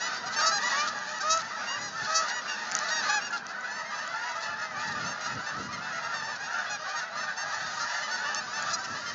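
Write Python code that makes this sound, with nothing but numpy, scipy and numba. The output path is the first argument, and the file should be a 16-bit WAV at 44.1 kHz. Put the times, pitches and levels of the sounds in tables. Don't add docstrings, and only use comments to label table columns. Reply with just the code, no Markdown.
import sys
import numpy as np
from scipy import signal
from scipy.fft import rfft, irfft, next_fast_len
from scipy.io import wavfile
from scipy.ndimage import uniform_filter1d
from numba import njit

SR = 44100
rng = np.random.default_rng(int(sys.argv[2]) if len(sys.argv) > 2 else 0)


def ratio(d):
    e = np.asarray(d, float) / 20
    return 10 ** e


def wav_out(sig):
    wavfile.write(sys.argv[1], SR, np.round(np.clip(np.atleast_2d(sig).T, -1, 1) * 32767).astype(np.int16))


N = 403074
TIME_S = np.arange(N) / SR
SPLIT_HZ, BILL_HZ = 2200, 3600


def shape_db(table, hz):
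    table_hz, db = np.transpose(table)
    return np.interp(np.log(np.maximum(hz, 1)), np.log(table_hz), db)


def noise(table, size=N):
    n = next_fast_len(size)
    colour = ratio(shape_db(table, np.fft.rfftfreq(n, 1 / SR)))
    x = irfft(rfft(rng.standard_normal(n)) * colour, n)[:size]
    return x / x.std()


def walk(rate_hz, size=N):
    k = int(SR / rate_hz)
    held = np.repeat(rng.standard_normal(size // k + 1), k)
    return 1.478 * uniform_filter1d(uniform_filter1d(held, k), k)[:size]


def follow(table_s, table_db):
    return np.interp(TIME_S, table_s, table_db)


def add(out, start_s, x):
    i = int(round(start_s * SR))
    a, b = max(i, 0), max(min(i + len(x), N), 0)
    out[a:b] += x[a - i:max(b, a) - i]


@njit
def stack(phase, gain):
    out = np.zeros(len(phase))
    for i in range(len(phase)):
        z = np.exp(1j * phase[i])
        power = z
        for g in gain:
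            out[i] += (g * power).imag
            power *= z
    return out


def membrane(hz, colour, jitter, scatter_db):
    hoarse_start, settle_s = 0.035, 0.006
    jitter = jitter + hoarse_start * np.exp(-np.arange(len(hz)) / SR / settle_s)
    phase = 2 * np.pi * np.cumsum(hz * (1 + jitter * walk(400, len(hz)))) / SR
    k = np.arange(1, 13)
    at_hz = k * hz.mean()
    gain = ratio(shape_db(colour, at_hz) + scatter_db * rng.standard_normal(len(k)))
    return phase, gain * np.exp(.3j * k ** 2), at_hz


def call(length_s, hz, rise_percent, sag_per_s=21.1, edge_s=0.016, ends_db=3):
    attack_s = 0.008
    fall_per_s, scoop_per_s = 29, 9
    t = np.arange(-attack_s, length_s + edge_s, 1 / SR)
    at = t / length_s
    bend = (2 * at - 1) ** 2
    edges = np.minimum((t - t[0]) / attack_s, (t[-1] - t) / edge_s)
    fade = np.sin(np.pi / 2 * np.clip(edges / 2, 0, 1)) ** 2
    lowering = sag_per_s * bend + fall_per_s * at ** 8 + scoop_per_s * (1 - at) ** 8
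    percent = rise_percent * (at - .5) - length_s * lowering
    return t, at, hz * (1 + percent / 100), fade * ratio(ends_db * bend)


# partial_hz, level_db
THROAT = [(600, -0.5), (1300, 21.5), (1900, 2), (2600, 6.5), (3400, -7), (4300, 2.5), (5500, 1.5),
          (6600, 1.5), (7300, -9), (8300, -11)]
# pitch_hz, level_db
FUNDAMENTAL = [(600, -15), (645, -10.5), (700, -28), (780, -5), (850, -3.5), (890, -7.5), (1050, -12)]


def voice(hz, fade, bill, low_db, middle_db, high_db):
    phase, gain, at_hz = membrane(hz, THROAT, 0.0022, 1.5)
    gain[0] = abs(gain[1]) * ratio(shape_db(FUNDAMENTAL, hz.mean()))
    gain[2] *= min(1, abs(gain[1] / gain[2]) / 2)
    group = np.digitize(at_hz, (SPLIT_HZ, BILL_HZ))
    for k, db in enumerate((low_db, middle_db, high_db)):
        inside = group == k
        gain[inside] *= ratio(db) / np.sqrt(np.sum(abs(gain[inside]) ** 2) / 2)
    low, middle, high = (stack(phase, gain * (group == k)) for k in range(3))
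    flutter = ratio(0.9 * walk(124.3, len(hz)))
    return fade * flutter * (low + np.sqrt(bill) * middle + bill * high)


# time_s, level_db
GUSTS = [(0.0, -59.5), (1.35, -60), (1.93, -54.5), (2.04, -45.5), (2.09, -60.5), (2.95, -64.5),
         (3.05, -56.5), (3.44, -64), (4.45, -61), (5.06, -43.5), (5.17, -60.5), (5.37, -38.5),
         (5.47, -61.5), (5.6, -41), (5.8, -53), (7.07, -63), (7.23, -54.5), (7.38, -63.5), (7.64, -51.5),
         (8.02, -61), (9.11, -49), (9.14, -54)]
# freq_hz, level_db
GUST_COLOUR = [(30, -11.5), (100, -0.5), (160, -2.5), (230, -4), (350, -13.5), (600, -11.5), (1000, -79.5)]
# time_s, level_db
MURMUR = [(0, -55.5), (0.9, -54), (1.1, -59.5), (2.9, -57), (3.1, -54), (3.8, -60), (4.8, -64), (4.95, -64),
          (5.7, -63), (5.8, -63.5), (8.0, -66.5), (8.1, -56), (9.14, -61)]
# freq_hz, level_db
MURMUR_COLOUR = [(100, -40), (200, 2), (330, -7), (480, -3.5), (700, -35)]


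def wind():
    gusts = ratio(follow(*np.transpose(GUSTS)) + 2.2 * walk(20)) * noise(GUST_COLOUR)
    murmur = ratio(follow(*np.transpose(MURMUR))) * noise(MURMUR_COLOUR)
    return gusts + murmur


# time_s, low_db, high_db
FLOCK = [(0.0, -36, -38), (0.3, -34.5, -45.5), (0.71, -35, -40), (0.95, -36.5, -45), (1.15, -39.5, -45),
         (1.4, -35, -44.5), (1.95, -39, -43.5), (2.3, -34, -43.5), (2.58, -37, -45), (3.05, -33.5, -41.5),
         (3.42, -39, -55.5), (3.9, -37, -49.5), (5.2, -36.5, -48), (5.75, -39, -51), (6.2, -35.5, -47),
         (6.8, -37, -47), (7.1, -37.5, -51.5), (7.59, -36.5, -44), (8.3, -36.5, -44.5), (9.14, -38, -42.5)]
# freq_hz, level_db
FAR_COLOUR = [(300, -34), (450, -17), (600, -9.5), (860, -11), (1050, -7), (1290, -3.5), (1760, -6.5),
              (2250, -19), (3200, -14), (4400, -4), (6500, -6.5), (7400, -20.5)]
# freq_hz, level_db
WASH_COLOUR = [(2000, -39.5), (2400, -3), (3300, -4), (4500, -2), (6500, -0.5), (7500, -6)]


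def far_geese(count=1000):
    lowest_hz, highest_hz, fundamental_db, wash_db = 590, 1015.4, -5.5, -13
    out = np.zeros(N)
    for when, pitch, slur, far, long, facing in rng.random((count, 6)):
        own_hz = lowest_hz + (highest_hz - lowest_hz) * pitch
        rise_percent = 17.76 * (slur - .3)
        _, _, hz, fade = call(.03 + .07 * long, own_hz, rise_percent, sag_per_s=44.6, edge_s=.012)
        phase, gain, at_hz = membrane(hz, FAR_COLOUR, .002, 3.0)
        gain[0] *= ratio(fundamental_db)
        gain[at_hz > SPLIT_HZ] *= ratio(6 * facing ** 3)
        add(out, when * N / SR - .05, fade * ratio(-9 * far) * stack(phase, gain))
    tail_n = SR // 4
    tail = rng.standard_normal(tail_n) * np.exp(-np.arange(tail_n) / SR / .05)
    out = out / out.std()
    out = out + ratio(-33) * signal.fftconvolve(out, tail)[:N]
    blur = ratio(-10 + walk(9)) * noise(FAR_COLOUR)
    out = out / out.std() + blur + ratio(wash_db) * noise(WASH_COLOUR)
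    low, high = (signal.sosfilt(signal.butter(4, SPLIT_HZ, kind, fs=SR, output="sos"), out)
                 for kind in ("low", "high"))
    time_s, low_db, high_db = np.transpose(FLOCK)
    low_gain = ratio(follow(time_s, low_db))
    high_gain = ratio(follow(time_s, high_db) + 0.4 * walk(8.3))
    return low_gain * low / low.std() + high_gain * high / high.std()


# start_s, length_s, pitch_hz, rise_percent (start to end),
# low_db (partials to SPLIT_HZ), middle_db (to BILL_HZ), high_db (above)
YELPS = [(0.008,0.08,985,4.5,-38,-46.5,-36.5), (0.258,0.03,820,-3.5,-67,-56,-39),
         (0.362,0.047,906,0,-35.5,-45,-32.5), (0.415,0.04,932,-2,-34,-44,-29),
         (0.516,0.074,819,-0.5,-33.5,-50,-30), (0.631,0.11,987,0,-35,-51,-40),
         (0.953,0.08,975,0,-46,-64,-57), (1.065,0.068,872,5,-43.5,-57,-53),
         (1.139,0.055,964,-0.5,-41,-52,-47), (1.205,0.025,785,7,-36,-51,-35.5),
         (1.672,0.095,950,1.9,-41.5,-39.5,-38), (1.807,0.09,830,-2,-45,-64,-40.5),
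         (2.302,0.105,967,3.5,-39,-48,-40.5), (2.478,0.069,938,0,-51,-40.5,-40.5),
         (2.906,0.105,945,-2.5,-35.5,-49,-33.5), (3.093,0.1,850,-1,-31,-38,-34.5),
         (3.211,0.077,940,0.5,-59,-44.5,-40), (3.327,0.035,699,-0.5,-31.5,-44,-43.5),
         (3.387,0.026,880,-3,-50,-58,-55), (3.482,0.044,645,6,-49,-57,-48), (3.632,0.044,680,3,-46,-58,-53),
         (3.706,0.12,892,4,-44.5,-57,-45), (3.851,0.077,1064,0,-48.5,-60,-50.5),
         (3.943,0.11,896,0.5,-50,-53.5,-46.5), (4.135,0.11,707,6.5,-41.5,-61,-55),
         (4.205,0.1,947,1,-47,-52.5,-54.5), (4.353,0.035,642,10,-38.5,-52,-46),
         (4.427,0.053,877,-1,-41,-49,-45), (4.513,0.11,874,-1,-45.5,-56,-68),
         (4.612,0.055,876,1,-48,-54,-46), (4.76,0.072,604,7,-40,-49,-47), (5.002,0.051,719,1.5,-40,-56,-46),
         (5.045,0.095,905,4.5,-47,-54,-41), (5.04,0.07,683,9.5,-49,-54,-54),
         (5.209,0.074,816,1,-49,-53,-42.5), (5.241,0.045,702,2,-49,-51,-41.5),
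         (5.305,0.05,851,-2,-47,-51,-48), (5.462,0.052,898,3,-42.5,-48.5,-43.5),
         (5.583,0.096,703,10,-46,-53,-47), (5.727,0.032,1060,-1,-45,-52,-40),
         (5.816,0.1,884,0,-45.5,-50.5,-52), (5.921,0.075,723,3,-42,-54,-47.5),
         (6.025,0.046,923,2,-43,-54,-46.5), (6.135,0.08,907,-4,-42,-48,-41.5),
         (6.223,0.13,902,-1,-41.5,-51.5,-45), (6.4,0.074,834,1.5,-50,-53,-47.5),
         (6.43,0.057,932,2.5,-47,-54,-45.5), (6.533,0.057,690,-2.5,-36,-57,-59),
         (6.698,0.068,835,-3.5,-38.5,-44,-38.5), (6.958,0.048,927,-2.5,-42,-55,-39.5),
         (6.973,0.069,696,2,-47,-52,-44.5), (7.171,0.085,890,1.5,-49,-53,-41),
         (7.272,0.058,756,6,-39.5,-61,-59.5), (7.368,0.075,909,1.5,-41,-48.5,-38.5),
         (7.535,0.036,847,2,-44,-51,-44.5), (7.8,0.046,698,-1,-37.5,-57,-37.5),
         (7.896,0.052,877,3.5,-49,-48,-48), (7.935,0.11,704,5,-47,-57,-44),
         (8.025,0.051,1011,0.5,-42.5,-45.5,-41.5), (8.11,0.06,906,2,-68,-64,-37),
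         (8.229,0.084,888,5,-39,-47.5,-46), (8.35,0.053,901,4.5,-39,-45,-35.5),
         (8.535,0.062,892,3,-40,-47,-39), (8.733,0.024,830,-5,-62,-55,-28),
         (8.784,0.035,781,5.5,-38,-64,-45.5), (8.838,0.023,681,3.5,-40,-49,-38),
         (8.878,0.06,670,3,-40,-53,-47), (9.061,0.054,1048,-1.2,-50,-48,-42)]


def near_yelps():
    bill_at, bill_width = 0.46, 0.47
    out = np.zeros(N)
    for start_s, length_s, pitch_hz, rise_percent, *levels_db in YELPS:
        t, at, hz, fade = call(length_s, pitch_hz, rise_percent)
        bill = np.exp(-.5 * ((at - bill_at) / bill_width) ** 2)
        add(out, start_s + t[0], voice(hz, fade, bill, *levels_db))
    return out


# start_s, level_db (before the envelope), ring_hz
TICKS = [(0.283, -27, 5160), (0.581, -23, 6500), (0.635, -21, 6400), (0.9888, -25, 5930),
         (1.092, -27, 6700), (1.186, -21, 6020), (1.375, -15.5, 6660), (2.7148, -17.5, 5800),
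         (2.72, -12, 7100), (2.7515, -6, 6370), (2.7668, -14.5, 6860), (2.789, -12, 5800),
         (3.269, -28, 6950), (3.31, -26.5, 6900), (3.467, -22.5, 5950), (3.609, -31, 6500),
         (3.715, -30, 6300), (4.077, -22, 7060), (4.3, -28, 6450), (4.318, -28.5, 6150), (8.347, -12, 6300),
         (8.625, -13.5, 7000)]
# freq_hz, level_db
CRACK_COLOUR = [(500, -12.5), (1500, 0.5), (4000, 2), (8000, 2.5)]


def stalks(count=45):
    attack_s, decay_s = 0.0002, 0.00042
    out, t = np.zeros(N), np.arange(SR // 100) / SR
    envelope = (1 - np.exp(-t / attack_s)) ** 2 * 2 * np.exp(-t / decay_s)
    faint = [(when * N / SR, -37 + 10 * size, 5400 + 1500 * pitch)
             for when, size, pitch in rng.random((count, 3))]
    for start_s, level_db, ring_hz in TICKS + faint:
        tick = np.sin(2 * np.pi * ring_hz * t) + 0.55 * noise(CRACK_COLOUR, len(t))
        add(out, start_s, ratio(level_db) * tick * envelope)
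    return out


# centre_s, level_db, half_length_s
RASPS = [(0.339, -35, 0.03), (0.402, -30, 0.025), (0.63, -37, 0.025), (0.886, -34, 0.03),
         (1.235, -41, 0.025), (1.406, -37, 0.03), (2.05, -38, 0.025), (2.115, -38, 0.03),
         (2.292, -33, 0.03), (2.897, -33, 0.025), (3.09, -34, 0.03), (3.335, -41, 0.02),
         (3.375, -40, 0.025), (5.727, -44, 0.012), (6.36, -42, 0.02), (4.432, -40, 0.04),
         (4.812, -41, 0.04), (4.884, -37, 0.018), (4.922, -39, 0.02), (6.9, -42, 0.04), (7.53, -41, 0.04),
         (7.79, -39, 0.04), (8.715, -34, 0.035)]
# freq_hz, level_db
RASP_COLOUR = [(500, -23.5), (1500, -6), (3000, -9), (4200, 6), (8000, -5.5)]


def rasps():
    out = np.zeros(N)
    for centre_s, level_db, half_length_s in RASPS:
        n = int(2 * max(half_length_s, .01) * SR)
        rough = ratio(level_db + 2 * walk(500, n))
        add(out, centre_s - half_length_s, rough * np.hanning(n) * noise(RASP_COLOUR, n))
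    return out


# start_s, length_s, pitch_hz, rise_percent (start to end),
# low_db, middle_db, high_db (groups as in the yelps), widest_s (bill, after the start)
HONKS = [(0.375, 0.17, 644, 10.3, -29, -47, -25, 0.099), (0.721, 0.16, 590, 14, -32, -35.5, -34, 0.075),
         (1.23, 0.18, 646.4, 9.4, -27, -40, -25, 0.087), (2.072, 0.18, 648, 3.3, -29.5, -40, -24, 0.091)]


def near_honks():
    open_s, close_s, shut_db = 0.014, 0.025, -14
    out = np.zeros(N)
    for start_s, length_s, pitch_hz, rise_percent, *levels_db, widest_s in HONKS:
        t, _, hz, fade = call(length_s, pitch_hz, rise_percent, sag_per_s=10.26, ends_db=-7)
        pace_s = np.where(t < widest_s, open_s, close_s)
        bill = ratio(shut_db) + np.exp(-((t - widest_s) / pace_s) ** 2)
        add(out, start_s + t[0], voice(hz, fade, bill, *levels_db))
    return out


# start_s, length_s, pitch_hz, rise_percent (start to end), low_db
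MIDDLE = [(0.387, 0.015, 803, 3.5, -27.5), (0.579, 0.045, 958, 6.5, -39), (0.839, 0.04, 708, -2.5, -36.5),
          (0.941, 0.04, 836, -0.5, -43), (1.433, 0.03, 902, -2, -49), (1.513, 0.084, 666, 1, -44),
          (1.569, 0.049, 853, -2.5, -41.5), (1.703, 0.08, 574, 14.5, -41), (1.749, 0.13, 1020, 0, -48.5),
          (1.931, 0.076, 654, 0, -43.5), (1.952, 0.076, 697, 3.5, -42.5), (2.009, 0.097, 871.0, 4, -41),
          (2.105, 0.085, 818.0, 6, -42.5), (2.283, 0.046, 811, 5, -40), (2.338, 0.051, 872, 2.9, -45),
          (2.36, 0.052, 764, 1, -51), (2.619, 0.17, 863, 2.5, -46.5), (2.741, 0.048, 636, 1, -38.5),
          (2.784, 0.13, 886, 0.7, -42.5), (2.809, 0.04, 607, 6.5, -38), (2.97, 0.085, 634, 1, -50),
          (3.055, 0.044, 615, -3, -33.5), (3.196, 0.072, 724.0, -2.5, -44.5),
          (3.304, 0.075, 853, -1.5, -41), (4.158, 0.035, 885, 0, -40.5), (4.268, 0.027, 850, 2, -44),
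          (4.355, 0.1, 865, -5.5, -48), (4.587, 0.068, 717, 6, -42.5), (4.612, 0.059, 636, 3, -40.5),
          (4.642, 0.098, 1023, -6, -48), (4.707, 0.057, 850, -6, -51), (4.767, 0.16, 873, -1.2, -42),
          (4.831, 0.036, 961, 7.5, -42.5), (4.882, 0.056, 920, 0.5, -42), (4.982, 0.069, 614.0, 4.5, -48),
          (5.212, 0.063, 708, -1.5, -42), (5.422, 0.076, 815, 0.5, -47), (5.596, 0.072, 970, 3.5, -53),
          (6.035, 0.036, 647, 8.5, -39.5), (6.043, 0.11, 696, -3.5, -42), (6.152, 0.021, 937, 2.5, -43.5),
          (6.464, 0.19, 697, 12, -45.5), (6.469, 0.051, 773, 12, -44), (6.862, 0.11, 598.4, 14, -42.5),
          (6.956, 0.067, 920, -10, -48), (7.151, 0.064, 630, 2.5, -45), (7.38, 0.032, 983, 4, -43),
          (7.536, 0.049, 886.0, -5, -40), (7.55, 0.154, 640, 2.5, -46), (7.734, 0.1, 766, 10, -45.5),
          (7.87, 0.12, 1023.0, 12.5, -51), (8.003, 0.049, 915, 2, -42), (8.02, 0.067, 870, 9.5, -49),
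          (8.137, 0.097, 882, -1, -43), (8.2, 0.035, 748, 8, -36.5), (8.294, 0.114, 840, 8, -41.5),
          (8.606, 0.045, 910, 5, -47), (8.712, 0.048, 627, 0, -41.5), (9.018, 0.072, 707, 0, -41.5),
          (9.033, 0.1, 630, 6.5, -50)]


def middle_geese():
    out = np.zeros(N)
    for start_s, length_s, pitch_hz, rise_percent, low_db in MIDDLE:
        t, _, hz, fade = call(length_s, pitch_hz, rise_percent)
        add(out, start_s + t[0], voice(hz, fade, 1, low_db, low_db - 17, low_db - 15))
    return out


def scene():
    geese = far_geese() + near_yelps() + rasps() + near_honks() + middle_geese()
    return (wind() + geese + stalks())[None]


def top_cut(x):
    return signal.sosfilt(signal.butter(12, 8320, fs=SR, output="sos"), x)


# freq_hz, level_db
MIC = [(30, -35.5), (70, -10.5), (150, 2), (6800, -0.5), (7300, -7.5), (7800, -21.5), (8300, -39.5),
       (9000, -67.5)]


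def record(dry):
    n = next_fast_len(N)
    response = ratio(shape_db(MIC, np.fft.rfftfreq(n, 1 / SR)))
    heard = irfft(rfft(dry, n) * response, n)[:, :N]
    return top_cut(heard)


dry = scene()
out = record(dry)
wav_out(out)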